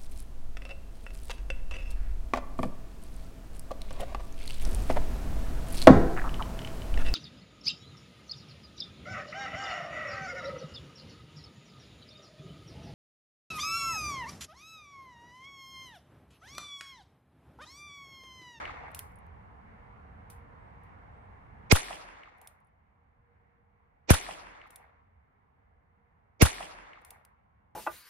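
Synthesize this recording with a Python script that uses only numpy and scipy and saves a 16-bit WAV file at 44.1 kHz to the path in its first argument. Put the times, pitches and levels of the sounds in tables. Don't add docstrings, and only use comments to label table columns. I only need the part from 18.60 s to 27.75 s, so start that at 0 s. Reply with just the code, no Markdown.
import sys
import numpy as np
from scipy import signal
from scipy.fft import irfft
from scipy.io import wavfile

SR = 44100
rng = np.random.default_rng(int(sys.argv[2]) if len(sys.argv) > 2 else 0)


def inscribe(sig):
    pcm = np.round(np.clip(np.atleast_2d(sig).T, -1, 1) * 32767)
    wavfile.write(sys.argv[1], SR, pcm.astype(np.int16))


def makeup_ratio(level_db):
    decades = np.asarray(level_db, float) / 20
    return 10 ** decades


N = 403515
RUN_IN = SR
LENGTH = N + RUN_IN
GAIN_DROP_S, GAIN_DROP_DB = 3.12, -14


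def at_hz(points, hz):
    table_hz, value = np.transpose(points)
    return np.interp(np.log(hz), np.log(table_hz), value)


def rms_one(x):
    return x / np.sqrt(np.mean(x ** 2) + 1e-20)


def pan(left_db):
    return makeup_ratio(np.array([[left_db / 2], [-left_db / 2]]))


def add(out, x, s):
    i = round(s * SR) + RUN_IN
    out[:, i:i + x.shape[1]] += x[:, :LENGTH - i]


def resonate(x, hz, width_hz):
    r = np.exp(-np.pi * width_hz / SR)
    zeros = np.array([1, 0, -1]) * (1 - r * r) / 2
    poles = [1, -2 * r * np.cos(2 * np.pi * hz / SR), r * r]
    return signal.lfilter(zeros, poles, x)


def low_pass(x, hz, order):
    return signal.sosfilt(signal.butter(order, min(hz, .45 * SR), fs=SR, output="sos"), x)


def burst(noise, t60):
    return noise * makeup_ratio(-60 * np.arange(noise.shape[-1]) / SR / t60)


def drift(rate_hz, size):
    knots = rng.standard_normal(int(size / SR * rate_hz) + 2)
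    return np.interp(np.arange(size) / SR * rate_hz, np.arange(len(knots)), knots)


# (frequency [Hz], likeness [-1..1])
LIKENESS_HZ = [(60, 0.9), (130, 0.8), (290, 0.14), (640, -0.44), (1410, -0.27), (3100, 0.19), (6820, -0.85),
               (15000, -0.096)]


def banded(white, spectrum, patchy_db, flicker_hz=9.1, loss_db_s=((20, 0), (20000, 0))):
    out, size, power = 0, white.shape[-1], 0
    later_s = np.arange(size) / SR - .1
    edges_hz = 22 * 2 ** np.arange(0, 9.7, 1 / 3)
    for k, (low, high) in enumerate(zip(edges_hz, edges_hz[1:])):
        hz = np.sqrt(low * high)
        band = signal.butter(2, [low, high], "band", fs=SR, output="sos")
        mid, side = signal.sosfilt(band, white[k % 2])
        alike = np.clip(at_hz(LIKENESS_HZ, hz), -1, 1)
        level_db = at_hz(spectrum, hz)
        gain = makeup_ratio(level_db + patchy_db * drift(flicker_hz, size) - at_hz(loss_db_s, hz) * later_s)
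        out = out + gain * (np.sqrt(1 + alike) * mid + np.sqrt(1 - alike) * side * [[1], [-1]])
        power += makeup_ratio(level_db) ** 2 * (high - low) * 4 / SR
    return out / np.sqrt(power)


# (time [s], thump [dB], crack [dB], gas hiss [dB], thump off the pile [dB])
SHOTS = [
    (3.1224, 35.5, -4.5, -26.5, 3.5),
    (5.5037, 37.5, -6.5, -18, 23),
    (7.8212, 38, -5, -19, 24),
]
# (frequency [Hz], density [dB per Hz])
BLAST_HZ_DB = [(290, -32), (500, 0.5), (1600, -4), (1820, -20.5), (2100, -8), (3700, -23.5), (4280, -21.5),
               (4730, -22), (8700, -25), (10400, -24), (16000, -34.5)]
# (blast time [s], left [dB], right [dB])
RECOVERY = [(3.1205, -21.5, -29), (5.5055, -28.5, -33.5), (7.8215, -41.5, -30)]
EARLIER_S, EARLIER_ECHO_DB, ECHO_DB = -.4590, 13, 0.23
CRACK_LEAD_S = .0012
SPIT_DB, GAS_S = -7, .0065


def revolver():
    out, low, echoes, t = np.zeros((2, LENGTH)), thump(), landscape(), np.arange(6000) / SR
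    shock = resonate(t == 0, 1400.0, 2000.0)
    add(out, makeup_ratio(EARLIER_ECHO_DB) * echoes, EARLIER_S)
    for s, thump_db, crack_db, hiss_db, pile_db in SHOTS:
        gas = banded(rng.standard_normal((2, 2, 6000)), BLAST_HZ_DB, 0)
        crack = burst(gas, 0.012) - 2.3 * shock * pan(4)
        treble = np.diff(gas[0] + .3 * gas, 2, prepend=[[0, 0]] * 2)
        spit = burst(rms_one(low_pass(treble, 14600, order=12)), .012) * np.minimum(t / .001, 1)
        crack = crack + makeup_ratio(SPIT_DB) * spit
        jet = np.diff(gas[:, ::-1], prepend=0) + .12 * gas
        hiss = rms_one(low_pass(jet, 14000, order=8)) * t / GAS_S * np.exp(1 - t / GAS_S)
        add(out, makeup_ratio(crack_db) * crack + makeup_ratio(hiss_db) * hiss, s - CRACK_LEAD_S)
        add(out, makeup_ratio(thump_db) * low, s)
        add(out, makeup_ratio(pile_db) * low_pass(low, 120., order=2), s + .024)
        add(out, makeup_ratio(ECHO_DB) * echoes, s - CRACK_LEAD_S)
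    for s, left_db, right_db in RECOVERY:
        add(out, makeup_ratio(np.array([[left_db], [right_db]])) * t / .013 * np.exp(1 - t / .013), s + .006)
    return out


# (delay [s], lowest all-pass [Hz], highest all-pass [Hz], bass resonance [Hz],
# its Q [1], roll-off [Hz])
PORTS = [
    (.0014, 104, 1227, 76, 2.1, 108),
    (.0010, 180, 688, 84, 2.06, 118),
]


def thump():
    hz, out = np.arange(4097) * SR / 8192 + 1e-3, []
    for delay_s, low_hz, high_hz, bass_hz, q, roll_hz in PORTS:
        corners_hz = np.geomspace(low_hz, high_hz, num=5)
        turns = np.prod([(a - 1j * hz) / (a + 1j * hz) for a in corners_hz], axis=0)
        u = 1j * hz / bass_hz
        bass = u * u / (1 + u / q + u * u)
        colour = bass / (1 + 1j * hz / roll_hz) / (1 + 1j * hz / 1600) ** 2
        out.append(-irfft(np.exp(-2j * np.pi * hz * delay_s) * turns * colour))
    return np.array(out)


# (frequency [Hz], density [dB per Hz])
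SCATTER_HZ_DB = [(71, -41), (120, -15.5), (580, -10.5), (839, -7), (1430, -12.5), (1900, -8.5), (3520, -17),
                 (10200, -19), (13900, -31.5), (16000, -77.5)]
# (frequency [Hz], extra loss [dB/s])
AIR_LOSS_HZ_DB_S = [(150, 32), (300, 14), (600, 1.5), (1000, 0.5), (2000, 10), (3500, 34), (6000, 55.5),
                    (10000, 79), (14000, 87)]
# (frequency [Hz], width [Hz], level [dB], t60 [s])
RUMBLE = (43.5, 5, -49.5, 1.4)
# (delay [s], peak [dB], frequency [Hz], length [s], bright part [dB])
ECHOES = [(0.0323, -24, 1285, .02, -10), (0.0336, -28, 3183, .02, -10), (.0385, -23, 888.5, .012, 2),
          (.040, -26.5, 3500, .012, -10), (0.0473, -25.5, 1293, 0.0087, -12.5),
          (.085, -33, 2810, 0.013, -15), (0.162, -33, 1900, .012, -17), (0.185, -31, 790, 0.017, -12),
          (.208, -36.5, 2340, .008, -14), (0.367, -39, 1250, 0.0062, -35), (.5125, -43.5, 1950, .008, -36),
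          (0.553, -47, 1100, 0.022, -33), (0.694, -52.5, 755, 0.09, -35), (.740, -50, 750, 0.026, -34)]
THICKETS = 40
LUMPS_DB = 3.5


def landscape():
    size = round(1.6 * SR)
    lag_s = np.arange(size) / SR
    click_db = 2.2 * np.minimum(rng.exponential(1, (2, 1, size)), 5)
    trunks = makeup_ratio(click_db) * rng.choice([-1, 1], (2, 2, size))
    trunks = rms_one(trunks * (rng.random((2, 1, size)) < 3000 / SR))
    scatter = banded(trunks, SCATTER_HZ_DB, LUMPS_DB, 30, AIR_LOSS_HZ_DB_S)
    out = makeup_ratio(wood_db(lag_s)) * low_pass(scatter, 14300, order=12)
    hz, width_hz, db, t60 = RUMBLE
    ground = rng.standard_normal((2, size)) + rng.standard_normal(size)
    ground = resonate(resonate(ground, hz, width_hz), hz, width_hz)
    out += makeup_ratio(db) * burst(rms_one(ground), t60)
    out *= np.clip(lag_s / .035, 0, 1) ** 2 * makeup_ratio(-40 * np.maximum(lag_s - 1.25, 0))
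    blips = [(*echo, 1.0) for echo in ECHOES]
    for when, pitch, size_db, side in rng.random((THICKETS, 4)):
        when = .06 + .85 * when
        peak_db = wood_db(when) - 6.0 + 6 * size_db
        blips.append((when, peak_db, 600 * (4.5 - 3 * when) ** pitch, .006, -40, 8 * side - 4))
    for delay_s, peak_db, hz, length_s, bright_db, left_db in blips:
        i = round(delay_s * SR)
        echo = blip(rng.standard_normal(2000), delay_s, hz, length_s, bright_db)
        out[:, i:i + 2000] += makeup_ratio(peak_db) * pan(left_db) * echo
    return out


PILE_S, PILE_DB, PILE_FADE_DB_S = 0.042, -34, 220.5
TREELINE_S, CLEARING_DB, WOOD_DB, WOOD_FADE_DB_S = 0.18, -2.5, -42, 29
FAR_EDGE_S, BEYOND_DB_S = 0.72, 19.5


def wood_db(lag_s):
    pile = PILE_DB - PILE_FADE_DB_S * abs(lag_s - PILE_S)
    trees = WOOD_DB - WOOD_FADE_DB_S * np.maximum(lag_s - TREELINE_S, 0)
    trees = trees - BEYOND_DB_S * np.maximum(lag_s - FAR_EDGE_S, 0)
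    trees = trees + CLEARING_DB * np.clip((TREELINE_S - lag_s) / 0.027, 0, 1)
    return 10 * np.log10(makeup_ratio(pile) ** 2 + makeup_ratio(trees) ** 2)


ECHO_WIDTH = .75


def blip(noise, delay_s, hz, length_s, bright_db):
    puff = burst(noise, length_s) * np.minimum(np.arange(len(noise)) / SR / .0008, 1)
    body = puff
    for _ in range(3):
        body = resonate(body, hz, ECHO_WIDTH * hz)
    bright = low_pass(np.diff(puff, prepend=0), 15000 * np.exp(-delay_s / .4), order=4)
    return body / abs(body).max() + makeup_ratio(bright_db) * bright / abs(bright).max()


# (blast time [s], rise [s], fall [s], dull part [dB], bright part [dB])
SWELLS = [(3.1231, 0.026, 0.0072, -13, -5.5), (5.5030, 0.030, .002, -25, -22.5),
          (7.8210, 0.027, .002, -18, -16.5)]
DULL_HZ, BRIGHT_HZ, TOP_BAND_HZ, TOP_BAND_DB = 330, 2270, 5700, -8.5
SHELF_DB = -24.5


def swell_before_blast():
    out, before_s = np.zeros((2, LENGTH)), np.arange(1800)[::-1] / SR
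    for s, rise_s, fall_s, dull_db, bright_db in SWELLS:
        noise = rng.standard_normal((2, 2, 1800))
        dull = resonate(noise[0], DULL_HZ, 1.7 * DULL_HZ)
        dull = rms_one(resonate(dull, DULL_HZ, 1.7 * DULL_HZ))
        bands = resonate(noise[1], BRIGHT_HZ, 0.2 * BRIGHT_HZ)
        bands = bands - makeup_ratio(TOP_BAND_DB) * resonate(noise[1], TOP_BAND_HZ, 1500.)
        bright = rms_one(low_pass(bands, 8200., order=24)) * makeup_ratio(np.array([[-16.], [0]]))
        slope = np.sin(np.pi / 2 * np.clip(1 - before_s / rise_s, 0, 1))
        swell = (slope ** 8.0 + makeup_ratio(SHELF_DB) * slope) * np.clip(before_s / fall_s, 0, 1)
        add(out, (makeup_ratio(dull_db) * dull + makeup_ratio(bright_db) * bright) * swell, s - 1800 / SR)
    return out


# (frequency [Hz], density [dB per Hz])
STEEL_HZ_DB = [(1290, -49), (2200, -7), (2660, -12.5), (5860, -15), (10100, -7), (12000, -18),
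               (13700, 12.5), (16000, -32.5)]
# (frequency [Hz], level [dB], t60 [s])
FRAME = [(7100, -12, .015), (9130, -6, .07), (9830, 0, .05), (10300, -4, .025)]


def cocking():
    out, t = np.zeros((2, LENGTH)), np.arange(9000) / SR
    steel = banded(rng.standard_normal((2, 2, 12000)), STEEL_HZ_DB, 0)
    for k, (s, peak_db, ring_db, tail_s, left_db, tail_db) in enumerate(contacts()):
        noise = np.roll(steel, 431 * k, axis=1)[:, :9000]
        ring = 0
        for hz, db, t60 in FRAME:
            a, b = rng.standard_normal(2)
            ring = ring + makeup_ratio(db + 1.6 * a - 60 * t / t60) * np.sin(2 * np.pi * hz * t + 3 * b)
        snap = burst(noise[0] + 0.48 * noise, 0.015) * np.minimum(t / 0.0014, 1)
        snap = snap + makeup_ratio(tail_db) * burst(noise, tail_s)
        add(out, makeup_ratio(peak_db) * pan(left_db) * (makeup_ratio(-2.5) * snap + makeup_ratio(ring_db) * ring), s)
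    return out


# (cylinder stop [s], time to the sear [s], stop [dB], sear [dB], frame ring [dB])
COCKS = [
    (0.3464, .0444, -31, -27.5, -23),
    (3.8138, .0589, -48.5, -38, -15),
    (6.105, .0534, -47, -39, -18),
    (8.4482, .0569, -43.5, -36.5, -36),
]
# (time [s], peak [dB])
PAWL = [(-.039, -66), (-.0315, -59)]
# (time [s], peak [dB], frame ring [dB], tail [dB])
HANDLING = [(.2824, -72, -24, -28), (.5184, -66, -24, -29), (0.557, -62.5, -1.5, -29),
            (.5866, -63.5, -10, -26), (.6644, -67, -28, -28), (1.7001, -46, -34, -8),
            (2.2344, -68, -30, -10), (4.0024, -73, -16, -28), (4.0464, -78, -6, -28),
            (4.0694, -78, -8, -26), (8.6496, -48.5, -41, -27)]
STOP, SEAR, TICK = (0.36, -2.5, -18.5), (0.21, -4, -24), (.2, -3.5, -23)   # (tail [s], left-right [dB], tail [dB])
TICK_RING_DB, STOP_RING_DB = -19.5, -7
LATER_PAWL_DB = -6.5


def contacts():
    rows = [(s, db, ring_db, *TICK[:2], tail_db) for s, db, ring_db, tail_db in HANDLING]
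    for s, draw_s, stop_db, sear_db, ring_db in COCKS:
        rows.append((s, stop_db, ring_db + STOP_RING_DB, *STOP))
        rows.append((s + draw_s, sear_db, ring_db, *SEAR))
        later_db = LATER_PAWL_DB * (s > GAIN_DROP_S)
        rows += [(s + ahead_s, db + later_db, TICK_RING_DB, *TICK) for ahead_s, db in PAWL]
    return rows


# (frequency [Hz], density [dB per Hz])
TRAFFIC_HZ_DB = [(13, -40), (22, -14), (80, 2.5), (122, -7), (228, -10.5), (311, -26), (435, -18),
                 (600, -17.5), (700, -12), (968, -12.5), (1350, -19), (2200, -22.5), (3000, -53.5),
                 (4500, -66.5)]
# (frequency [Hz], level re traffic [dB], width [Hz])
HUM = [
    (471, -24, 10),
    (732, -29.5, 14),
    (217, -18, 32),
    (417, -25.5, 74),
]
# (time [s], half length [s], rise [dB])
WHINE = [(4.903, .45, 11.5), (7.2, .3, 9)]
TRAFFIC_DB, TRAFFIC_FADE_DB_S = -53, 0.11
RUSTLE_DB = -38.5


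def traffic():
    white = rng.standard_normal((2, 2, LENGTH))
    t = np.arange(LENGTH) / SR - 1
    near_db = sum(rise_db * np.exp(-((t - s) / half_s) ** 2) for s, half_s, rise_db in WHINE)
    lines = []
    for hz, db, width_hz in HUM:
        line = resonate(resonate(white[0, 0], hz, width_hz), hz, width_hz)
        lines.append(makeup_ratio(db + 2.0 * drift(1.4, LENGTH)) * rms_one(line))
    motors = makeup_ratio(near_db) * lines[0] + sum(lines[1:])
    rustle = makeup_ratio(RUSTLE_DB) * low_pass(np.diff(white[1], prepend=0), 13300., order=16)
    level_db = TRAFFIC_DB - TRAFFIC_FADE_DB_S * t + GAIN_DROP_DB * (t > GAIN_DROP_S)
    return makeup_ratio(level_db) * pan(-1.6) * (banded(white, TRAFFIC_HZ_DB, 1.5) + motors + rustle)


# (time [s], length [s], start [Hz], top [Hz], end [Hz])
BIRD = [(1.99, .12, 7550, 8700, 7600), (2.513, 0.15, 7200, 8450, 8200)]
BIRD_DB, BIRD_TOP_AT = -99, .62


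def bird():
    out = np.zeros((2, LENGTH))
    for s, length_s, start_hz, top_hz, end_hz in BIRD:
        share = np.arange(0, 1, 1 / (length_s * SR))
        arc = np.sin(np.pi / 2 * np.interp(share, [0, BIRD_TOP_AT, 1], [0, 1, 2]))
        span_hz = np.where(share < BIRD_TOP_AT, top_hz - start_hz, top_hz - end_hz)
        hz = top_hz - (1 - arc) * span_hz
        add(out, makeup_ratio(BIRD_DB) * np.sin(2 * np.pi * np.cumsum(hz) / SR)[None], s)
    return out


def scene():
    return (revolver() + swell_before_blast() + cocking() + traffic() + bird())[:, RUN_IN:]


def roll_off(x):
    return signal.sosfilt(signal.butter(12, 16830, fs=SR, output="sos"), x)


def record(dry):
    dip_hz, dip_width_hz = 11800, 1300
    peak_hz, peak_width_hz, peak_share = 10000, 1500, .5
    ported = dry + peak_share * resonate(dry, peak_hz, peak_width_hz)
    for _ in range(2):
        ported = ported - resonate(ported, dip_hz, dip_width_hz)
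    limited = 1.222 * np.tanh(low_pass(ported, 15600, order=10) / 1.096)
    return roll_off(limited)


dry = scene()
out = record(dry)
inscribe(out)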